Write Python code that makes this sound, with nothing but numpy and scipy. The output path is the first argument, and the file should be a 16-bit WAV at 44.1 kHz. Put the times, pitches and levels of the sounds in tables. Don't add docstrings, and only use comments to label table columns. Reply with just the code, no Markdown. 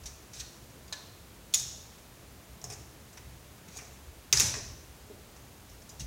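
import sys
import numpy as np
from scipy import signal
from scipy.fft import rfft, irfft
from scipy.io import wavfile

SR = 44100
rng = np.random.default_rng(int(sys.argv[2]) if len(sys.argv) > 2 else 0)


def persist_wave(psi):
    counts = np.round(np.clip(psi, -1, 1) * 32767).astype(np.int16)
    wavfile.write(sys.argv[1], SR, np.atleast_2d(counts).T)


def volts(x):
    e = np.asarray(x, float) / 20
    return 10 ** e


N = 267246

# start in seconds, jaws peak in dB,
# then shield, casing and wire crack in dB relative to the jaws.
SNIPS = [(1.5384, -15, -3, -18.5, -6), (1.5408, -12.5, -4, -26, -10.5), (1.5439, -9, -27, -30, -7),
         (1.548, -17, -3, -22, -5), (1.5519, -20, -13, -24, -15), (1.5962, -22, -14, -30, -20),
         (4.3268, -3.5, -7, -15, -13), (4.3338, -18.5, -18, -30, -23), (4.3404, -17, -17, -25, -20),
         (4.372, -14, -14, -17.5, -21), (4.3986, -9.5, -6.5, -15, -8), (4.4037, -10.5, -14, -26, -18),
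         (4.4103, -15, -16, -8, -23), (4.5398, -27, -13, -3, -24), (4.5597, -29, -14, -22, -27)]
# start in seconds, jaws peak in dB,
# shield and casing in dB relative to the jaws, rattle length in ms.
TICKS = [(0.0573, -33, -6, -13, 15), (0.333, -37, -12, -10, 12), (0.3685, -41, 3, -16, 12),
         (0.398, -31.5, -2, -26, 7.2), (0.406, -34.5, 0, -15, 5.2), (0.88, -48, -2, -14, 3.9),
         (0.9257, -29.5, 2, -11, 6.1), (2.615, -38, -14, -15, 2.8), (2.6412, -29, -21, -15, 3.6),
         (2.699, -35.5, -9, -14, 9.1), (2.722, -36, -19, -11, 7.2), (2.736, -40, -14, -16, 5.6),
         (3.1724, -39.5, -7, -2, 6.9), (3.6816, -43.5, -4, -3, 9.7), (3.7698, -32, -12, -17, 5.4),
         (3.7865, -40, -20, 3, 4.8), (5.8916, -37, -11, -30, 10.5), (5.9958, -33, -11, -15, 10),
         (6.0011, -32, -5.5, -16.5, 16)]
# start in seconds, jaws peak in dB.
TOUCHES = [(0.035, -44), (0.079, -42), (0.7, -52), (0.9382, -50), (1.527, -45), (1.9831, -50),
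           (2.6526, -47), (2.7574, -55), (3.1294, -47), (3.5783, -51), (3.8104, -51), (3.8494, -50),
           (3.929, -54), (5.3627, -47), (5.692, -51), (5.8185, -47)]
# start, peak and end in seconds, jaws peak in dB,
# casing in dB relative to the jaws.
SCRAPES = [
    (0.332, 0.353, 0.4, -47, -11),
    (0.379, 0.4, 0.425, -42, -6),
    (2.69, 2.71, 2.77, -49, -2),
    (3.699, 3.764, 3.89, -49.5, -8),
    (4.334, 4.4, 4.52, -25, -12),
    (5.685, 5.71, 5.76, -59, -14),
]
# frequency in Hz, level in dB, T60 in seconds.
JAW_MODES = [(4970, -10, 0.014), (5370, -0.5, 0.0062), (5655, 5.5, 0.0053), (6075, 1.5, 0.0065),
             (6303, -5.5, 0.011), (6326, -3.5, 0.01), (6610, 3, 0.0045), (7154, -3, 0.012),
             (8030, 0, 0.0028)]
SHIELD_MODES = [(2830, 12, 0.0015), (3770, 2, 0.0075), (3730, -8, 0.021), (4230, 17, 0.0018),
                (4840, -15, 0.0025)]
CASING_MODES = [(870, -8, 0.012), (1250, -3, 0.0046), (1850, -1, 0.0078), (2150, 1, 0.0044),
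                (2603, 3, 0.0064)]
CRACK_MODES = [(8860, 4, 0.0025), (9900, 8, 0.0013), (10500, -28, 0.00099), (10400, 10, 0.0011),
               (13800, 7, 0.0028), (14100, 9.5, 0.0012), (15700, -16, 0.0018)]
PARTS = (JAW_MODES, SHIELD_MODES, CASING_MODES, CRACK_MODES)
# start in seconds, peak in dB, pitch in Hz.
KNOCKS = [(0.924, -37, 1015), (1.54, -43, 1180), (2.64, -38.5, 716), (2.7, -42.5, 790), (2.718, -45.5, 437),
          (3.681, -44.5, 203), (3.763, -44.5, 730), (3.82, -45, 704), (4.326, -34, 380), (4.4, -33, 499),
          (4.427, -35, 224), (4.457, -40, 600), (4.54, -33.5, 1110), (4.568, -39, 427), (5.099, -39, 416),
          (5.926, -47, 665), (6.004, -46, 198)]
# start in seconds, peak in dB, frequency in Hz, T60 in seconds.
RINGS = [
    (.059, -43, 7060, .025),
    (.881, -49, 4870, 0.02),
    (.926, -44.5, 1720, 0.08),
    (2.641, -38, 5350, 0.063),
    (2.642, -52, 9100, 0.035),
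    (2.700, -51, 8800, 0.14),
    (3.788, -48, 2310, 0.032),
    (6.004, -43, 2800, 0.02),
]
# start in seconds, peak in dB, frequency in Hz.
PINGS = [(0.059, -39, 5750), (.335, -38, 5750), (0.364, -44, 3870), (.402, -34.5, 4300), (.406, -36, 5800),
         (0.926, -28.5, 4140), (1.540, -23, 3580), (1.545, -12, 6700), (1.549, -23, 5600),
         (2.735, -38, 6600), (4.329, -14, 5000), (4.334, -12, 6130), (4.374, -13, 5150), (4.405, -13, 6120),
         (4.541, -36.5, 1900), (5.700, -48, 5500), (6.002, -34, 6220)]
# frequency in Hz, T60 in seconds, level in dB.
SHOP = [(250, 0.79, -21.5), (490, 0.6, -17), (1000, 0.65, -17.5), (2020, 0.63, -19.5), (4100, 0.84, -24.5),
        (6500, 0.7, -25), (10100, 0.52, -22), (15000, 0.53, -32)]
# frequency in Hz, width in Hz.
BENCH_MODES = [(66, 22.7), (124, 35.4)]
# start in seconds, low mode in dB, upper mode in dB.
JOLTS = [(0.03, -44.5, -61), (0.39, -51, -56), (1.6, -65, -49), (1.9, -52, -58), (2.66, -49, -45),
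         (2.78, -50, -49.5), (3.27, -50, -50), (3.8, -59, -52), (4.06, -48.5, -64), (4.35, -40, -39.5),
         (4.45, -54, -36), (4.56, -45, -48), (4.68, -43, -51), (5.64, -58, -64), (6.02, -42, -43)]
# frequency in Hz, density in dB per Hz.
HISS = [(25, -55), (41, -14), (64, -2.5), (100, -6), (250, -10.5), (600, -15.5), (1590, -21.5),
        (15700, -29.5)]
# frequency in Hz, width in Hz, level in dB.
CAPSULE = (6650, 1000, -72.5)


def contacts(table, trim_db, rise, blow):
    out = np.zeros(N + SR)
    energy = np.zeros((len(PARTS), N))
    t = np.arange(SR // 8) / SR
    for start, db, *share_db, ms in table:
        draw = rng.random((2, len(t)))
        spots = rng.standard_normal((4, 9, 2))
        length = max(ms, 0.3) / 1000
        chatter = np.where(draw[0] < 0.12, draw[1] - 0.5, 0)
        envelope = np.exp(-t / length) * (1 - np.exp(-t / (rise * length)))
        force = chatter * envelope + blow * (t == 0)
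        i = int(start * SR)
        for k, (modes, rel, trim, spot) in enumerate(zip(PARTS, [0, *share_db], trim_db, spots)):
            ring = volts(db + rel + trim) * body(force, modes, spot)
            out[i:i + len(t)] += ring
            energy[k, i] += np.sum(ring ** 2)
    return out[:N], energy


def scrapes(density, trim_db):
    start_db, end_db = -11.5, -15
    shield_db, crack_db = -11.5, -11.5
    out = np.zeros(N)
    for start, top, end, db, casing_db in SCRAPES:
        t = np.arange(start, end, 1 / SR)
        draw = rng.random((2, SR // 4))[:, :len(t)]
        spots = rng.standard_normal((4, 9, 2))
        slips = np.where(draw[0] < density, draw[1] - 0.5, 0)
        fade = np.minimum(1, np.minimum(t - start, end - t) / 0.0037)
        press = fade * volts(db + np.interp(t, (start, top, end), (start_db, 0, end_db)))
        i = int(start * SR)
        shares = (0, shield_db, casing_db, crack_db)
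        for modes, rel, trim, spot in zip(PARTS, shares, trim_db, spots):
            ring = body(slips, modes, spot, spread_db=1.5)
            out[i:i + len(t)] += press * volts(rel + trim) * ring / ring.std()
    return out


def body(force, modes, spot, spread_db=4.0, detune=0.019):
    rings = []
    for (hz, db, t60), (level_draw, pitch_draw) in zip(modes, spot):
        mode = resonate(force, hz * (1 + detune * pitch_draw), t60)
        rings.append(volts(db + spread_db * level_draw) * mode)
    ring = sum(rings[::2]) - sum(rings[1::2])
    ring = band(ring, 0.8 * modes[0][0], 1.15 * modes[-1][0])
    return ring / np.abs(ring).max()


def strikes(table, partials, contact_cycles):
    out = np.zeros(N + SR)
    for start, db, hz, t60 in table:
        push = np.zeros(SR // 2)
        width = int(contact_cycles * SR / hz) + 3
        push[:width] = np.hanning(width)
        ring = sum(volts(part_db) * resonate(push, hz * ratio, t60) for ratio, part_db in partials)
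        ring = band(ring, hz / np.sqrt(2), hz * np.sqrt(2))
        i = int(start * SR)
        out[i:i + len(ring)] += volts(db) * ring / np.abs(ring).max()
    return out[:N]


def shop(x, noise):
    near_s, near_db = 0.016, 5.5
    t = np.arange(SR) / SR
    octaves = np.log2(np.arange(SR // 2 + 1) + 1.0)
    hz, t60, db = np.transpose(SHOP)
    spectrum, tail = rfft(noise), 0
    for centre in np.arange(7.5, 14.3, 1 / 3):
        share = np.maximum(0, 1 - 3 * np.abs(octaves - centre))
        level = np.interp(centre, np.log2(hz), db)
        fall = level - 60 * t / np.interp(centre, np.log2(hz), t60)
        tail = tail + volts(fall) * irfft(spectrum * share, SR)
    near = near_db / (1 + np.exp((t - near_s) / 0.0022))
    tail *= (1 - np.exp(-t / 0.0023)) * volts(near - 13.0)
    return signal.fftconvolve(x, tail)[:N]


def colour(modes, skirt=5.7):
    f = np.arange(SR // 2 + 1) + 1.0
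    power = 0
    for hz, db, t60 in modes:
        half_width = np.log(1000) / (2 * np.pi * t60)
        power = power + volts(2 * db) / ((f - hz) ** 2 + half_width ** 2)
    power /= 1 + (1.02 * modes[0][0] / f) ** (2 * skirt)
    power /= 1 + (f / (1.35 * modes[-1][0])) ** (2 * skirt)
    noise = irfft(rfft(rng.standard_normal(SR)) * np.sqrt(power), SR)
    return noise / noise.std()


def bench():
    rise_s, fall_s, rests_db = 0.021, 0.08, (-59, -63.5)
    start, *levels = np.transpose(JOLTS)
    since = np.arange(N)[::64] / SR - start[:, None]
    swell = np.exp(-np.where(since < 0, -since / rise_s, since / fall_s))
    out = 0
    for (hz, width), db, rest_db in zip(BENCH_MODES, levels, rests_db):
        t60 = np.log(1000) / (np.pi * width)
        boom = resonate(resonate(rng.standard_normal(N), hz, t60), hz, t60 / 2)
        force = np.sqrt(volts(rest_db) ** 2 + volts(db) ** 2 @ swell ** 2)
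        out = out + boom / boom.std() * np.repeat(force, 64)[:N]
    return out


def hiss():
    level_db = -54.5
    hz, db = np.transpose(HISS)
    f = np.arange(N // 2 + 1) * SR / N + 1
    shape = volts(np.interp(np.log(f), np.log(hz), db))
    air = irfft(rfft(rng.standard_normal(N)) * shape, N)
    above = np.sqrt(np.sum(shape[f > 200] ** 2) / np.sum(shape ** 2))
    centre, width, capsule_db = CAPSULE
    sing = band(rng.standard_normal(N), centre - width / 2, centre + width / 2)
    return air * volts(level_db) / (air.std() * above) + sing * volts(capsule_db) / sing.std()


def resonate(x, hz, t60):
    pole = np.exp(2j * np.pi * hz / SR - np.log(1000) / (t60 * SR))
    return signal.lfilter([1], [1, -pole], x).imag


def band(x, lo_hz, hi_hz):
    sos = signal.butter(2, [lo_hz, min(hi_hz, 0.49 * SR)], "bandpass", fs=SR, output="sos")
    return signal.sosfilt(sos, x)


def scene():
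    snip_rows = [(*row, 3.3) for row in SNIPS]
    snips, snip_energy = contacts(snip_rows, trim_db=(-4.0, -4.0, -3.0, 0.0), rise=0.012, blow=0.61)

    light = [(start, db, -14, -8, 6.8) for start, db in TOUCHES]
    taps = [(*row[:4], -16, row[4]) for row in TICKS + light]
    ticks, tick_energy = contacts(taps, trim_db=(-1.0, -4.0, -4.0, 3.5), rise=0.11, blow=0.37)

    scrape = scrapes(density=0.044, trim_db=(-3.5, -3.0, -6.5, -4.0))
    dull = [(start, db, hz, 0.023 * (400 / hz) ** 0.36) for start, db, hz in KNOCKS]
    knocks = strikes(dull, [(0.994, 0.0), (0.573, 4.5), (1.48, -0.5)], contact_cycles=0.42)
    pings = [(*row, 0.012) for row in PINGS]
    rings = strikes(RINGS + pings, [(1, 0)], contact_cycles=0.3)

    echoes = shop(scrape + knocks + rings, rng.standard_normal(SR))
    for energy, modes in zip(tick_energy + snip_energy, PARTS):
        echoes += shop(np.sqrt(energy), colour(modes))
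    return (ticks + snips + scrape + knocks + rings + echoes + bench() + hiss())[None]


def band_limit(x):
    return signal.sosfilt(signal.butter(12, 16640, fs=SR, output="sos"), x)


def record(dry):
    bass_cut = signal.butter(3, 36.4, "highpass", fs=SR, output="sos")
    top_cut = signal.ellip(10, 0.2, 60, 15900, fs=SR, output="sos")
    mix = signal.sosfilt(top_cut, signal.sosfilt(bass_cut, dry))
    return band_limit(mix)


dry = scene()
out = record(dry)
persist_wave(out)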